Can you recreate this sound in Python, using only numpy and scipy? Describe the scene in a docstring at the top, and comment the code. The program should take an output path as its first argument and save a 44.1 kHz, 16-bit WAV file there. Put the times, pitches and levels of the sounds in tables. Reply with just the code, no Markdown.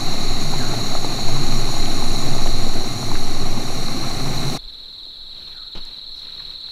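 """A gas burner roars, hisses and drones under a steel pot at a bush camp, over a bed of crickets.
The flame pulses and sputters, a distant bird calls, the hiss shifts colour as the microphone drifts
past the pot, and a deep flutter passes. At 4.6 s, a faint low rumble spans a hard cut to the quiet
clearing: crickets stroke their wings, one close by, and dry leaves stir. The bird calls again, more
faintly, a soft double bump follows, then grass swishes and twigs snap."""
import sys
import numpy as np
from scipy import signal
from scipy.fft import rfft, irfft, next_fast_len
from scipy.io import wavfile
from scipy.ndimage import map_coordinates

SR = 44100
rng = np.random.default_rng(int(sys.argv[2]) if len(sys.argv) > 2 else 0)


def file_out(sig):
    """Save sig as 16-bit WAV at sys.argv[1]."""
    # one column per channel
    cols = np.atleast_2d(sig).T
    # limit, then scale
    lim = np.clip(cols, -1, 1)
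    pcm = np.round(lim * 32767).astype(np.int16)
    wavfile.write(sys.argv[1], SR, pcm)


N = 295911
T = np.arange(N) / SR
CUT_S = 4.576  # the burner gives way to the clearing

# burner faders, dipping as the microphone passes the pot: time_s, roar_db, hiss_db
BURNER_LEVELS = [(0, -27.4, -37), (1.1, -27.2, -36.6), (1.6, -26.4, -36.1), (2.35, -26.8, -35.5),
                 (2.8, -29, -37.7), (3.4, -29.2, -38), (4.1, -27.6, -37.2), (4.55, -27.6, -36.1)]
# tone of the combustion roar: frequency_hz, relative_db
ROAR_SPECTRUM = [(20, -0.5), (34, 0.5), (46, 0.5), (65, -4.5), (110, 2.5), (190, -2.5), (260, -3),
                 (370, -4.5), (500, -10.5), (770, -9), (1150, -12), (1600, -18), (2400, -16), (3300, -24),
                 (4500, -23), (8000, -56)]
# peaks and notches of housing and pot: centre_hz, width_hz, lift_db
HOUSING_RESONANCES = [(244.6, 61, 5), (397, 130, 2.5), (483, 45, -8.5), (520, 22, 4.5), (580, 72, -6),
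                      (736, 280, 5.5), (951, 88, -12.5), (1115, 250, 3), (1680, 160, -1.5), (2106, 55, 5.5)]
# tone of the gas jet: frequency_hz, relative_db
JET_SPECTRUM = [(2200, -9), (3200, -8.5), (4200, 11), (5000, 3), (5600, 10), (6200, 9.5), (6800, 5.5),
                (7300, 5.5), (8300, 0), (9700, -3), (10500, 0.5), (12600, -4.5), (13600, -5.5),
                (14100, -11), (15700, -14)]
# bounces off pot, stove and table: first_delay_s, last_delay_s, first_relative_gain, last_relative_gain
JET_ECHOES = [(.000296, .000317, .17, -.07), (.00041, .000407, .03, -.15), (.000632, .000623, -.14, -.13),
              (.000809, .000794, -.11, -.11), (.000893, .000875, .12, .19), (.001049, .001058, .07, .11),
              (.00116, .001091, -.13, .04), (.001406, .001439, .12, .06), (.001784, .001823, -.18, .05),
              (.002144, .002258, .23, -.07), (.0028, .00297, .11, .07), (.00315, .00333, .03, .16)]
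# spells of flame pulsing: start_s, length_s, relative_db
PULSE_SPELLS = [(0, 0.7, -10.5), (0.806, .16, -6), (1.193, 1.58, -6.5), (3.038, .46, -6.5),
                (3.65, .82, -13.5)]
# swells of the housing drone: start_s, length_s, level_db
DRONE_SWELLS = [(.3, 0.53, -36.5), (1.196, 0.39, -30.5), (2.11, 0.23, -32), (2.694, 0.37, -36.5),
                (4.15, .4, -34.5)]
# the drone's wavering note: time_s, pitch_hz
DRONE_NOTE = [(.4, 130), (.85, 120), (1.35, 131), (1.9, 124), (2.2, 132.4), (2.5, 124.4), (4.1, 128.2),
              (4.5, 142.9)]
# featured pops of the flame: time_s, peak_db, centre_hz
FLAME_POPS = [(.538, -17, 704), (0.737, -20, 556), (.951, -12.5, 766), (1.047, -15.5, 715),
              (1.189, -20.5, 804), (1.525, -24.5, 1800), (1.69, -20, 782), (1.858, -21, 2960),
              (2.024, -20, 599), (2.364, -23, 564), (2.46, -17, 730), (2.474, -23, 1990), (2.665, -18, 313),
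              (3.116, -17, 766), (3.155, -20.5, 1643), (3.575, -24, 718), (3.885, -23, 950)]
# housing and jet resonances, loudest in passing: pass_s, level_db, pitch_hz, glide_hz_per_s, fade_db_per_s
PASSING_WHISTLES = [(2.85, -39.5, 358, 0, 12), (.5, -44.5, 6970, -15, 6), (2.0, -41, 6880, -25, 6),
                    (1.1, -43.5, 6520, 0, 4), (2.0, -51, 9200, -150, 7), (.6, -53.5, 10280, -30, 8),
                    (1.9, -50.5, 10480, 0, 14), (3.1, -55, 10300, -100, 12), (3.9, -51.5, 10540, -140, 9),
                    (3.6, -47.5, 5740, -30, 5), (4.4, -54, 8320, -60, 12), (4.4, -58, 13400, -60, 12)]
# fader of the crickets behind the stove: time_s, relative_db
STOVE_CHORUS_LEVELS = [(0, -31), (2.3, -32), (3.5, -35), (4.55, -33)]
# tempo of the nearest cricket: time_s, strokes_per_s
WING_TEMPO = [(4.593, 20.33), (5.65, 20.33), (5.8, 20.05), (6.7, 20.05)]
# distant bird calls: lowest_pitch_time_s, lowest_pitch_hz, level_db
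BIRD_CALLS = [(.685, 1324, -36), (5.625, 1290, -50.5)]
# tone of the leaf litter: frequency_hz, relative_db
LEAF_SPECTRUM = [(100, 11.5), (400, 3.5), (700, -0.5), (1250, 3), (1900, -1), (2600, 2.5), (3400, 5.5),
                 (4700, -7), (5400, -3), (6000, -8), (6700, -16.5), (9000, -21), (12000, -15), (15700, -29)]
# rustles in the litter: start_s, length_s, relative_db
LEAF_RUSTLES = [(4.583, 0.29, -68), (5.294, 0.24, -57), (5.738, .22, -57), (6.14, .38, -55.5),
                (6.594, .12, -58.5)]
# tone of dry grass: frequency_hz, relative_db
GRASS_SPECTRUM = [(3000, -19), (5000, 1), (5500, 0), (6500, -16), (12000, -18), (15700, -28)]
# one bright swish of grass: start_s, length_s, level_db
GRASS_SWISH = (6.1, 0.11, -55)
# dry twigs and leaves snapping: time_s, peak_db, centre_hz
TWIG_SNAPS = [(5.067, -43.5, 400), (5.851, -37, 5560), (6.195, -46, 5500), (6.257, -40, 1400),
              (6.289, -40, 2000), (6.381, -45, 1490), (6.396, -37, 1390), (6.403, -34, 1390),
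              (6.521, -42, 2500), (6.612, -43, 5500), (6.643, -43, 1500), (6.685, -39, 1200)]
# the two hits of the soft bump: start_s, level_db, decay_s
BUMP_HITS = [(5.749, -29.5, 0.02), (5.772, -32, 0.017)]
# dull tone of the bump: frequency_hz, relative_db
BUMP_SPECTRUM = [(25, 14), (60, 2), (130, 7), (230, 1), (370, 1), (600, -9), (1100, -7), (2000, -15),
                 (3000, -7), (5500, -20), (8000, -37), (15000, -42)]
# deep flutters, one at the stove and a faint one across the cut: start_s, length_s, level_db
DEEP_FLUTTERS = [(2.46, 0.15, -23.5), (4.56, 0.12, -39)]
# tone of the clearing's air: frequency_hz, relative_db
AIR_SPECTRUM = [(25, 12.5), (55, 10), (100, 1.5), (300, 0.5), (600, -4), (1200, -6), (2000, -11),
                (3000, -9.5), (4800, -8), (6500, -22), (12000, -18.5), (15700, -29)]


def roar():
    """Turbulent combustion roars through the housing with a quick flutter."""
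    flutter_db = 0.66 * wander(43) + 0.37 * wander(6.4)
    return amp(follow(BURNER_LEVELS)) * unit(noise(ROAR_SPECTRUM, HOUSING_RESONANCES) * amp(flutter_db))


def hiss(echo_strength=0.75):
    """Gas leaves the jet; short echoes comb-filter it, and the teeth slide as the microphone moves."""
    jet, travel = noise(JET_SPECTRUM), np.minimum(T / CUT_S, 1)
    for first_s, last_s, first_gain, last_gain in JET_ECHOES:
        delay_s = first_s + (last_s - first_s) * travel
        gain = echo_strength * (first_gain + (last_gain - first_gain) * travel)
        jet = jet + gain * map_coordinates(jet, [(T - delay_s) * SR], order=5)
    return amp(follow(BURNER_LEVELS, column=2) + 0.67 * wander(40)) * unit(jet)


def flicker(rate_hz=11.3, unsteadiness=0.141, trim_db=-.5):
    """The whole flame pulses in spells: a pressure wave below hearing."""
    turns = np.cumsum(rate_hz * (1 + unsteadiness * wander(8.3))) / SR
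    strength = swells(PULSE_SPELLS, attack_s=0.073, release_s=0.12)
    return amp(trim_db + 1.6 * wander(10.4)) * strength * np.sin(2 * np.pi * turns)


def drone(width_hz=27, octave_db=-17, rest_db=-39):
    """The flame drives the air in the housing into an unsteady, swelling note with a weak octave."""
    strength = amp(rest_db) + swells(DRONE_SWELLS, attack_s=.12, release_s=0.096)
    hz = follow(DRONE_NOTE)
    return strength * (fuzzy_note(hz, width_hz) + amp(octave_db) * fuzzy_note(2 * hz, 2 * width_hz))


def sputters(small_count=60, small_db=-29):
    """Pockets of gas catch with a soft pop: a few large, many small."""
    out = np.zeros(N)
    for s, db, hz in FLAME_POPS:
        add(out, s - .002, amp(db) * burst(hz, decay_s=0.0015, spread=0.49))
    for when, size, pitch in rng.random((small_count, 3)):
        pop = burst(500 + 500 * pitch, decay_s=0.0027, spread=0.38)
        add(out, when * CUT_S, amp(small_db + 2.9 * size) * pop)
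    return out


def whistles():
    """Narrow resonances sing out of the noise, gliding and fading as the microphone moves on."""
    out = np.zeros(N)
    for s, db, hz, glide, fade in PASSING_WHISTLES:
        width_hz = 70 * (hz / 7000) ** .35  # higher ones are wider
        out += amp(db - fade * abs(T - s)) * fuzzy_note(hz + glide * (T - s), width_hz)
    return out


def crickets_at_stove():
    """The bed of crickets behind the burner."""
    bed = chorus(4115, spread_hz=500, fall=.11, duty=.32, edge_drop_db=19, wet=0.56, overtone_db=-39)
    return amp(follow(STOVE_CHORUS_LEVELS) + 1.5) * bed


def crickets_in_clearing(bed_db=-38.5, rise_db_per_s=2):
    """A swelling chorus, with one lower-pitched cricket up close and a fainter, deeper one."""
    bed = chorus(4050, spread_hz=390, fall=0.097, duty=.3, edge_drop_db=14, wet=0.3, overtone_db=-36)
    far = amp(bed_db + rise_db_per_s * (T - CUT_S)) * bed
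    strokes = np.cumsum(follow(WING_TEMPO)) / SR
    strokes -= np.interp(WING_TEMPO[0][0], T, strokes)  # a stroke lands on the first cue
    near = amp(-38) * cricket(strokes, 3710, fall=0.137, duty=0.37, overtone_db=-26)
    deep = amp(-48) * cricket(19.2 * T, 3370, fall=0.13, duty=.5)
    return far + trees(near + deep, t60_s=0.46, wet=0.73)


def chorus(centre_hz, spread_hz, fall, duty, edge_drop_db, wet, overtone_db, count=32):
    """Crickets near and far stridulate out of step at nearly one tempo, each on its own pitch."""
    out, drift = np.zeros(N), wander(1.5)
    places = np.linspace(-1, 1, count)  # from the lowest voice to the highest
    starts = np.arange(count) * (np.sqrt(5) - 1) / 2  # spread evenly over one stroke
    for place, start, (pace, shift) in zip(places, starts, rng.random((count, 2))):
        strokes_per_s = 19.4 + .08 * (pace - .5)
        strokes = start + strokes_per_s * T + .05 * np.roll(drift, int(shift * N))
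        voice = cricket(strokes, centre_hz + spread_hz * place, fall, duty, overtone_db)
        out += amp(-edge_drop_db * place ** 2) * voice
    return unit(trees(out, t60_s=1.0, wet=wet))


def cricket(strokes, hz, fall, duty, overtone_db=-60):
    """Each wing stroke is one tone pulse that sinks in pitch as the wing slows; no two are quite alike."""
    sounding = abs((strokes + .5) % 1 - .5) < duty / 2
    number = np.round(strokes[sounding]).astype(int)
    progress = (strokes[sounding] - number) / duty  # -0.5 to 0.5 across a pulse
    start, detune, size = rng.standard_normal((512, 3))[number].T
    pitch_hz = hz * (1 + .008 * detune - fall * progress)
    phase = 2 * np.pi * (start + np.cumsum(pitch_hz) / SR)
    tone = np.sin(phase) + amp(overtone_db) * np.sin(2 * phase)
    out = np.zeros(N)
    out[sounding] = amp(1.4 * size) * np.cos(np.pi * progress) * tone
    return out


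def bird(length_s=0.17, lead_s=.13, scoop_hz_per_s2=52000, hoarseness=.05):
    """A hoarse whistle scoops down as it swells and fades, blurred by the trees."""
    out, t = np.zeros(N), np.arange(0, length_s, 1 / SR)
    for s, low_hz, db in BIRD_CALLS:
        scoop_hz = low_hz + scoop_hz_per_s2 * (t - lead_s) ** 2
        hz = scoop_hz * (1 + hoarseness * wander(370)[:len(t)])
        arch = np.sin(np.pi * t / length_s)
        add(out, s - lead_s, amp(db) * arch * np.sin(2 * np.pi * np.cumsum(hz) / SR))
    return trees(out, t60_s=1.0, wet=0.87)


def undergrowth():
    """Leaf litter stirs faintly and rustles now and then; grass swishes and twigs snap."""
    stir = amp(-67) + swells(LEAF_RUSTLES, attack_s=0.1, release_s=0.046)
    crinkle = unit(noise(LEAF_SPECTRUM) * amp(1.6 * wander(200)))
    out = amp(4.5) * stir * crinkle
    out += swells([GRASS_SWISH], attack_s=0.067, release_s=.04) * noise(GRASS_SPECTRUM)
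    for s, db, hz in TWIG_SNAPS:
        add(out, s, amp(db) * burst(hz, decay_s=0.0011, spread=0.55))
    return out


def bump(attack_s=0.0023, sway_hz=13, sway_db=-21):
    """A soft double bump sets the microphone swaying."""
    out = np.zeros(N)
    for s, db, decay_s in BUMP_HITS:
        age = np.maximum(T - s, 0)
        out += amp(db) * noise(BUMP_SPECTRUM) * (1 - np.exp(-age / attack_s)) * np.exp(-age / decay_s)
    age = np.maximum(T - BUMP_HITS[0][0], 0)
    return out + amp(sway_db) * np.sin(2 * np.pi * sway_hz * age) * np.exp(-age / 0.11)


def deep_flutters():
    """A brief, deep flutter at the stove, and a faint low rumble across the cut."""
    strength = swells(DEEP_FLUTTERS, attack_s=0.039, release_s=0.072)
    return strength * noise([(20, -3), (32, -2), (48, -13), (90, -38), (200, -70)])


def air():
    """The clearing's faint air tone over a sub-bass rumble."""
    tone = amp(-52.5) * noise(AIR_SPECTRUM)
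    rumble = amp(-42.5) * noise([(8, -4), (17, 0), (24, -16), (60, -31), (200, -78)])
    return tone + rumble


def trees(sound, t60_s, wet):
    """Trunks scatter a sound into a thin, dying reverb tail."""
    t = np.arange(SR // 2) / SR
    taps = rng.standard_normal(len(t)) * (rng.random(len(t)) < 1 / 20) * amp(-60 * t / t60_s)
    return sound + wet * signal.fftconvolve(sound, taps / np.linalg.norm(taps))[:N]


def fuzzy_note(hz, width_hz):
    """Turbulence in a narrow resonance that follows the curve hz; rms 1."""
    phase = 2 * np.pi * np.cumsum(hz) / SR
    return unit(wander(width_hz) * np.cos(phase) + wander(width_hz) * np.sin(phase))


def burst(hz, decay_s, spread):
    """A short puff of noise around hz; peak 1."""
    t = np.arange(SR // 10) / SR
    edges_hz = np.clip([hz / (1 + spread), hz * (1 + spread)], 20, SR / 2 - 100)
    puff = rng.standard_normal(len(t)) * t * np.exp(-t / decay_s)
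    puff = signal.sosfilt(signal.butter(3, edges_hz, "band", fs=SR, output="sos"), puff)
    return puff / abs(puff).max()


def noise(spectrum, resonances=()):
    """Noise with an EQ curve of (frequency_hz, relative_db) points, plus peaks and notches; rms 1."""
    hz = np.fft.rfftfreq(next_fast_len(N), 1 / SR)
    points_hz, points_db = np.transpose(sorted(spectrum))
    db = np.interp(np.log(hz + 1), np.log(points_hz), points_db)
    for centre, width, lift in resonances:
        db = db + lift / (1 + (2 * (hz - centre) / width) ** 2)
    white = rfft(rng.standard_normal(next_fast_len(N)))
    return unit(irfft(white * amp(db) * (hz > points_hz[0] / 2))[:N])


def wander(per_s):
    """Smooth random modulation, moving up to about per_s times a second; rms 1."""
    hz = np.fft.rfftfreq(next_fast_len(N), 1 / SR)
    white = rfft(rng.standard_normal(next_fast_len(N)))
    return unit(irfft(white * np.exp(-(hz / per_s) ** 2))[:N])


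def swells(cues, attack_s, release_s):
    """An envelope in which each cue rises, holds until its length is over, and dies away."""
    out = np.zeros(N)
    for start_s, length_s, db in cues:
        age = T - start_s
        out += amp(db) * np.clip(age / attack_s, 0, 1) * np.exp(-np.maximum(age - length_s, 0) / release_s)
    return out


def follow(rows, column=1):
    """One column of an automation curve at every sample."""
    rows = np.asarray(rows)
    return np.interp(T, rows[:, 0], rows[:, column])


def add(mix, s, sound):
    """Mixes a sound in at time s."""
    part = mix[max(round(s * SR), 0):][:len(sound)]
    part += sound[:len(part)]


def amp(db):
    """Decibels to gain."""
    return 10 ** (np.asarray(db) / 20)


def unit(x):
    """Scales to rms 1."""
    return x / np.sqrt(np.mean(x ** 2) + 1e-20)


def scene(crossfade_s=0.0064):
    """The stove cuts to the clearing; the bird and the deep flutters play over both."""
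    stove = roar() + drone() + flicker() + hiss() + whistles() + sputters() + crickets_at_stove()
    clearing = crickets_in_clearing() + air() + bump() + undergrowth()
    at_stove = np.clip((CUT_S - T) / crossfade_s + .5, 0, 1)
    return (at_stove * stove + (1 - at_stove) * clearing + bird() + deep_flutters())[None]


def record(dry):
    """A steep low-pass trims the very top of the mix."""
    cutoff_hz = 15720
    low_pass = signal.firwin(1023, cutoff_hz, window=("kaiser", 9), fs=SR)
    return signal.oaconvolve(dry, low_pass[None], "same")


dry = scene()
out = record(dry)
file_out(out)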